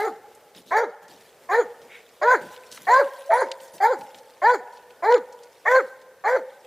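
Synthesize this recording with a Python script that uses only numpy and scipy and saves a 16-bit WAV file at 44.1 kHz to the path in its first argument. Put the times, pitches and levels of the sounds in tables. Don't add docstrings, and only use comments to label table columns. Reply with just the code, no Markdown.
import sys
import numpy as np
from scipy import signal
from scipy.fft import rfft, irfft, next_fast_len
from scipy.io import wavfile
from scipy.ndimage import uniform_filter1d, map_coordinates

SR = 44100
rng = np.random.default_rng(int(sys.argv[2]) if len(sys.argv) > 2 else 0)


def bounce(signal):
    frames = np.transpose(np.atleast_2d(signal))
    limited = np.clip(frames, -1, 1)
    pcm = np.round(limited * 32767).astype(np.int16)
    wavfile.write(sys.argv[1], SR, pcm)


def boost_factor(decibels):
    exponent = np.asarray(decibels, float) / 20
    return 10 ** exponent


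N = 293706
TIME = np.arange(N) / SR
PREROLL_S = .015
TAIL_S = 0.095


def unit(x):
    return x / np.sqrt(np.mean(x ** 2) + 1e-20)


def noise(size=N):
    return rng.standard_normal(size)


def along(points, hz):
    f, v = np.transpose(points)
    return np.interp(np.log(hz + 1), np.log(f + 1), v)


def resonances(modes, f):
    total = 0
    for k, (centre, width, db) in enumerate(modes):
        damping = 1j * f * width
        total = total + (-1) ** k * boost_factor(db) * damping / (centre * centre - f * f + damping)
    return total


def filtered(x, response):
    m = next_fast_len(x.shape[-1] + 8192)
    spectrum = rfft(x, m) * response(np.fft.rfftfreq(m, 1 / SR))
    return irfft(spectrum, m)[..., :x.shape[-1]]


def wobble(rate, size):
    knots = noise(int(size * rate / SR) + 4)
    return map_coordinates(knots, [np.arange(size) * rate / SR])


def patchy(x, depth_db, size=6):
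    z = signal.stft(x, nperseg=256)[2]
    field = uniform_filter1d(noise(z.shape), size=3, axis=0)
    field = uniform_filter1d(field, size=size, axis=1)
    return signal.istft(z * boost_factor(depth_db * unit(field)), nperseg=256)[1][:len(x)]


def add(track, s, sound):
    first = round(s * SR)
    part = track[..., max(first, 0):first + sound.shape[-1]]
    part += sound[..., max(-first, 0):][..., :part.shape[-1]]


def night_air():
    # f/Hz, level/dB
    murmur = [(20, -43.5), (60, -9), (300, -6), (480, 7.5), (850, -3.5), (1500, -8.5), (4000, -18),
              (15500, -21.5)]
    air = unit(filtered(noise(), lambda f: boost_factor(along(murmur, f))))
    return boost_factor(-56.5 + 2.8 * wobble(2.392, N)) * air


def grains(colour, per_second, spread_db, size=N):
    breaks = rng.random(size) < per_second / SR * boost_factor(4 * wobble(25, size))
    sizes = noise(size) * boost_factor(spread_db * np.minimum(rng.exponential(size=size), 3.5))
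    bed = .3 * noise(size)
    return unit(patchy(filtered(breaks * sizes + bed, colour), depth_db=4.0))


def footfall(length_s, db, brightest_hz, thud_db):
    t = np.arange(round(1.7 * length_s * SR)) / SR
    press = np.clip(t / 0.0136, 0, 1) * np.exp(-(t / length_s) ** 3)

    def colour(f):
        broad = .35 * f / (f + 900) / (1 + f / 12000)
        return broad + abs(resonances([(brightest_hz, .8 * brightest_hz, 0)], f))

    thud = unit(filtered(noise(len(t)), lambda f: resonances([(242, 386, 0)], f) ** 2))
    crunch = grains(colour, per_second=7700, spread_db=2.52, size=len(t))
    return press * (boost_factor(db) * crunch + boost_factor(thud_db) * thud)


def paws():
    # t/s, level/dB
    restlessness = [(0.0, -46), (0.2, -72), (1.78, -66), (2.35, -59.5), (2.74, -59), (2.86, -50.5),
                    (3.91, -65), (4.06, -60.5), (5.19, -70), (5.79, -58.5), (6.07, -74.5), (6.66, -63)]
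    # f/Hz, level/dB
    coarse = [(100, -28), (250, -8), (1200, -4), (2400, 0), (3600, -1), (6000, -6), (9000, -11),
              (15000, -22)]
    # f/Hz, level/dB
    fine = [(3000, -24), (6000, -7), (8000, -2), (10500, 0), (13000, -1), (15500, -2)]
    # t/s, length/s, level/dB, brightest f/Hz, thud level/dB
    falls = [(0.551, 0.0682, -50, 3235, -50.5), (0.65, 0.115, -55, 3520, -55.5),
             (1.016, 0.049, -59.5, 3000, -61.5), (1.077, 0.124, -53, 3050, -56),
             (1.198, 0.1055, -57, 2730, -70), (1.402, 0.073, -60.5, 1700, -70),
             (1.805, 0.127, -64, 3900, -60), (2.405, 0.096, -51.5, 3010, -45),
             (2.506, 0.063, -51, 3500, -74), (2.665, 0.028, -58, 1800, -74),
             (2.71, 0.065, -44.5, 5400, -56.5), (2.77, 0.2, -67.5, 2440, -56),
             (3.601, 0.088, -50, 6840, -66.5), (3.73, 0.055, -49.5, 7360, -51),
             (3.979, 0.0728, -55, 8670, -49), (4.142, 0.067, -58.5, 4560, -60),
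             (4.721, 0.048, -55.5, 3410, -81.5)]
    s, busy_db = np.transpose(restlessness)
    busy_db = np.interp(TIME, s, busy_db - busy_db.mean())
    crunch = grains(lambda f: boost_factor(along(coarse, f)), per_second=1400, spread_db=4.0)
    crust = grains(lambda f: boost_factor(along(fine, f)), per_second=8400, spread_db=7.0)
    out = boost_factor(-60.5 + 0.95 * busy_db) * crunch + boost_factor(-70 + 1.44 * busy_db) * crust
    for start, *fall in falls:
        add(out, start, footfall(*fall))
    return out


def snaps():
    # t/s, peak level/dB, centre f/Hz
    cracks = [(0.3482, -45, 9000), (0.5476, -39, 3195), (1.08, -44.5, 6140), (1.816, -43, 3860),
              (2.5619, -36, 2616), (2.7142, -34.5, 5640), (2.7227, -31.5, 5400), (2.7738, -31, 1600),
              (2.94, -26.5, 4000), (3.259, -45, 6200), (3.5151, -21.5, 3680), (3.6015, -37.5, 3290),
              (3.678, -44, 5710), (3.78, -39.5, 3370), (4.0091, -37.5, 2530), (4.1444, -37.5, 3200),
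              (4.1843, -42, 4330), (4.2548, -59, 8780), (4.7706, -44.5, 3470), (4.9033, -43, 2510),
              (5.122, -26.5, 2990), (5.1412, -22.5, 2830), (5.1773, -38.5, 3000), (5.324, -41, 5900),
              (5.432, -42.5, 5900), (6.014, -47.5, 4272), (6.5204, -48, 903)]
    out, t = np.zeros(N), np.arange(SR // 12) / SR
    for s, db, hz in cracks:
        t60 = 0.0336 * boost_factor(-0.387 * (db + 34))
        crack = boost_factor(-60 * t / max(t60, .003)) * np.clip(t / 0.00197, 0, 1) * noise(len(t))
        crack = filtered(crack, lambda f: resonances([(hz, 0.673 * hz, 0)], f) / (1 + (f / (hz + 4500)) ** 6))
        thud_db = min(db - 40, -50) - 3
        thud = boost_factor(thud_db - 60 * t / .07) * np.sin(2 * np.pi * 230 * t) * np.clip(t / .005, 0, 1)
        add(out, s, boost_factor(db) * crack / abs(crack).max() + thud)
    return out


def tags():
    # t/s, level/dB
    touches = [
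        (2.854, -70),
        (3.19, -51.5),
        (3.277, -55.5),
        (3.313, -54),
        (3.338, -42.5),
        (3.407, -38),
        (3.669, -50),
        (3.72, -51.5),
    ]
    # f/Hz, level/dB, t60/s
    ringing = [(7627, -14, .04), (9227, -10, .05), (10383, -8.5, 0.234), (10800, -8, 0.071)]
    out, t = np.zeros(N), np.arange(SR // 4) / SR
    for s, db in touches:
        for hz, mode_db, t60 in ringing:
            decay = boost_factor(db + mode_db + rng.normal(0, 5.56) - 60 * t / t60)
            add(out, s, decay * np.sin(2 * np.pi * hz * t + 0.72 * wobble(90, len(t))))
    return out


def gulp():
    # f/Hz, width/Hz, level/dB
    airway = [(1447, 230, -4.5), (2235, 300, 7), (3900, 250, -8)]
    peak_s, rise_s, fall_s = 1.94, .04, .07
    rush = noise() * boost_factor(0.99 * wobble(78, N))
    air = unit(filtered(rush, lambda f: resonances(airway, f)))
    draw = np.exp(-((TIME - peak_s) / np.where(TIME < peak_s, rise_s, fall_s)) ** 2)
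    return air * boost_factor(-46) * draw


def woods(x):
    # f/Hz, t60/s
    far_decay = [(250, 0.3), (500, 1.454), (1000, 1.059), (2000, 1.49), (4000, 0.65), (9000, 1.5)]
    clumps = patchy(noise(round(1.6 * SR)), depth_db=4)
    hz, t, z = signal.stft(clumps, SR, nperseg=256)
    far = boost_factor(-60 * t / along(far_decay, hz)[:, None])
    near = boost_factor(18.0 - 60 * t / 0.1552)
    envelope = (far + near) * np.clip(t / 0.008, 0, 1) * (hz[:, None] > 200)
    tail = signal.istft(z * envelope, SR, nperseg=256)[1]

    def least_soaked(f):
        return (1 + resonances([(569.4, 31.6, 9.2)], f)) * (1 + resonances([(821.7, 112.5, 1.333)], f))

    hollow = filtered(tail, least_soaked)
    return signal.fftconvolve(x, hollow / np.linalg.norm(hollow) * 3.174)


def snow_bank(x):
    return boost_factor(-17.5) * filtered(x, lambda f: resonances([(496, 258, -1.5), (954, 100, -17.0)], f))


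def effort(t, pushed, aim_hz, glide, level_db, size, narrows, chest_db, bright_db, lead, last_db):
    # f/Hz, level/dB
    jaw_wide = [(721, 4), (905, 2), (1034, 4), (1118, 1), (1370, -19), (1540, -3.5), (1828, 0.17),
                (2144, -29)]
    # f/Hz, level/dB
    jaw_narrow = [(721, -20), (905, -6), (1034, -25), (1118, -13), (1382, -10.5), (1558, -10),
                  (1828, -31.5), (2144, -28.5)]
    after = np.maximum(t - pushed, 0)
    gullet_db = last_db * np.exp(-((t - pushed) / 0.01595) ** 2)
    rising = aim_hz * np.maximum(1 - .4 * np.exp(-np.minimum(t, pushed) / glide), .69)
    rest_hz = 138.93
    pitch = rest_hz + (rising - rest_hz) * np.exp(-(after / .047) ** 1.4)
    pitch = pitch + 4 * gullet_db
    breath_db = level_db + 20 * np.log10(np.maximum(1 - np.exp(-(t + lead) / 0.04075), 1e-7))
    dying = 1 - np.exp(-(after / 0.0383) ** 3.75)
    narrow = 1 / (1 + np.exp((narrows - t) / 0.0084))

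    def jaw(hz):
        return (1 - narrow) * along(jaw_wide, hz / size) + narrow * along(jaw_narrow, hz / size)

    db_per_hz = 0.1323 * (1 + 0.0547 * min(chest_db, 0) * (1 - dying))
    first = breath_db + chest_db * (1 - 0.266 * dying) + db_per_hz * (pitch - 475.67)
    orders = [first + gullet_db - 2.5 * dying]
    for k in range(2, 5):
        orders.append(breath_db + jaw(k * pitch) + bright_db * (k > 2) - 39 * dying)
    return pitch, orders


def bark(push, mouth, rasp_db, lead, onset_db, onset_hz, last_db):
    # f/Hz, width/Hz, level/dB
    throat = [(598.2, 358, 5.5), (1134, 562, 5), (1700, 879, 4.5), (2324.7, 602, -3)]
    # f/Hz, width/Hz, level/dB
    palate = [(3300, 600, -4), (4150, 360, 2.5), (4800, 420, 0), (5800, 520, -2), (6950, 620, 1),
              (8900, 1200, -5.5), (12000, 4000, -7)]
    t = np.arange(SR // 4) / SR - PREROLL_S
    size = len(t)
    hz, order_db = effort(t, *push, *mouth, lead, last_db)
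    bright_db = mouth[-1]
    pitch = hz * (1 + .01 * wobble(150, size))
    turn = 2 * np.pi * np.cumsum(pitch) / SR

    def shake(k):
        return .8 * k + .12 * k * wobble(140, size)

    low = [boost_factor(db + (.7 + .9 * k) * wobble(80, size)) for k, db in enumerate(order_db)]
    tone = sum(np.sqrt(2) * g * np.sin((k + 1) * turn + shake(k)) for k, g in enumerate(low))
    opening = np.sqrt(low[1] ** 2 + low[2] ** 2 + low[3] ** 2 + (0.0433 * low[0]) ** 2)
    for k in range(5, 8):
        breakup = boost_factor(-13.5 + 0.77 * bright_db) * boost_factor(4 * wobble(50, size))
        formant = abs(resonances(throat, k * pitch)) ** 2
        tone += breakup * opening * formant * np.sin(k * turn + shake(k))

    puffs = (1 + 0.47 * np.cos(turn)) * boost_factor(4 * wobble(42, size)) * noise((2, size))

    def rasp_colour(f):
        return resonances(throat, f) ** 2 * (.002 + f ** 4 / (f ** 4 + 420 ** 4))

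    rasp = boost_factor(rasp_db + 0.11) * opening ** 0.4588 * unit(filtered(puffs[0], rasp_colour))
    stretch = 1 + rng.normal(0, .012)
    clicks = np.exp(60 * np.cos(turn) - 60) * 4.13
    hiss = filtered(puffs[1] + clicks, lambda f: resonances(palate, f / stretch) ** 2)
    hiss = unit(patchy(hiss, depth_db=5.5, size=12))
    hiss = boost_factor(-34.5) * opening ** .5 * np.clip((t + lead) / 0.0236, 0, 1) * hiss

    u = np.maximum(t + max(lead, 0), 0) / 0.0168
    onset_tone = boost_factor(onset_db) * u ** 2 * np.exp(2 - 2 * u)
    onset_tone = onset_tone * np.sin(2 * np.pi * onset_hz * t + .3 * wobble(60, size))
    fade = np.clip((push[0] + TAIL_S - t) / 0.03, 0, 1)
    return (tone + rasp + hiss) * fade + onset_tone


def hound():
    # start t/s, pushed t/s, aimed f/Hz, glide t/s, level/dB
    barks = [(-0.05, 0.1106, 469.8, 0.05017, -20.5), (.712, 0.1123, 487.2, 0.0408, -21),
             (1.492, 0.1047, 510.4, 0.0512, -23.5), (2.214, 0.1185, 512.8, 0.0309, -8.5),
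             (2.873, 0.1266, 535.9, .031, -14.5), (3.29, 0.1187, 535.8, 0.04583, -13),
             (3.806, 0.1094, 572.7, 0.083, -13), (4.42, 0.1123, 507.6, .035, -14.5),
             (5.028, 0.12, 497.6, 0.03876, -18.5), (5.658, 0.1262, 521.2, 0.02217, -21.5),
             (6.24, 0.11176, 541.2, 0.04485, -18.5)]
    # mouth size factor, jaw narrows t/s, chest level/dB, bright level/dB, rasp level/dB
    mouths = [(0.908, 0.0775, 4.5, -1.5, -23), (1.0286, 0.0686, 2, 1, -18.5),
              (1.0516, 0.0836, 6, 2.5, -20.5), (1.093, 0.0162, -12, -1.58, -20.5),
              (1.0153, 0.1165, -11, -1.5, -21.5), (1.0733, 0.0707, -12.5, -6.5, -16),
              (0.954, 0.0642, -11.5, -9, -22.5), (0.966, 0.1036, -6.5, -2.5, -24),
              (0.9617, 0.1085, 3.5, -2.41, -21), (1.0048, 0.1306, 0, 6.5, -20),
              (1.042, 0.0585, -4.13, -1, -17.5)]
    # voice leads by t/s, onset tone level/dB, onset tone f/Hz, last push
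    # level/dB, echo level/dB
    edges = [(-0.0254, -66, 510, -0.5, -18), (0.0045, -50, 800, 1, -20), (0.0034, -57.5, 700, 2, -22),
             (0.000048, -18.5, 610, 0.5, -22), (.0045, -19.5, 715, 7.5, -22.7),
             (-0.01427, -15, 660, 3.5, -19), (0.0053, -23, 750, 4, -21), (0.00327, -25.5, 600, 0.5, -22),
             (0.00506, -41, 380, 2, -22), (.006, -29, 605, 1.5, -24.5), (.0015, -39, 805, 2, -21.5)]
    out = np.zeros(N)
    for (start, *push), (*mouth, rasp_db), (*edge, echo_db) in zip(barks, mouths, edges):
        s = start - PREROLL_S
        voice = bark(push, mouth, rasp_db, *edge)
        add(out, s, voice)
        add(out, s, boost_factor(echo_db) * woods(voice))
        add(out, s + .064, snow_bank(voice))
    return out


def scene():
    ahead = night_air() + paws() + snaps() + tags() + gulp() + hound()
    return np.array([ahead, ahead])


def low_pass(x):
    return signal.sosfilt(signal.butter(12, 15780, fs=SR, output="sos"), x)


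def record(dry):
    # f/Hz, level/dB
    preamp = [(25, 9), (100, 4.5), (500, -19), (2000, -6.5), (5000, 1), (12000, 0.5), (15500, -6)]
    dry = dry / (1 + abs(dry / 1.05) ** 4) ** .25
    dry = filtered(dry, lambda f: 1j * f / (90 + 1j * f))
    hiss = boost_factor(-71.5) * unit(filtered(noise(), lambda f: boost_factor(along(preamp, f))))
    apart = filtered(dry[0], lambda f: 1j * (boost_factor(-50) + boost_factor(-7) * np.minimum(f / 9000, 1) ** 2))
    apart = patchy(apart, depth_db=5) * wobble(150, N)
    whine = boost_factor(-80) * np.sin(2 * np.pi * 11988 * TIME + wobble(12, N))
    mix = dry + whine + (hiss + apart) * np.array([[1], [-1]])
    mix = filtered(mix, lambda f: 1 / (1 + (f / 15350) ** 80))
    return low_pass(mix)


dry = scene()
out = record(dry)
bounce(out)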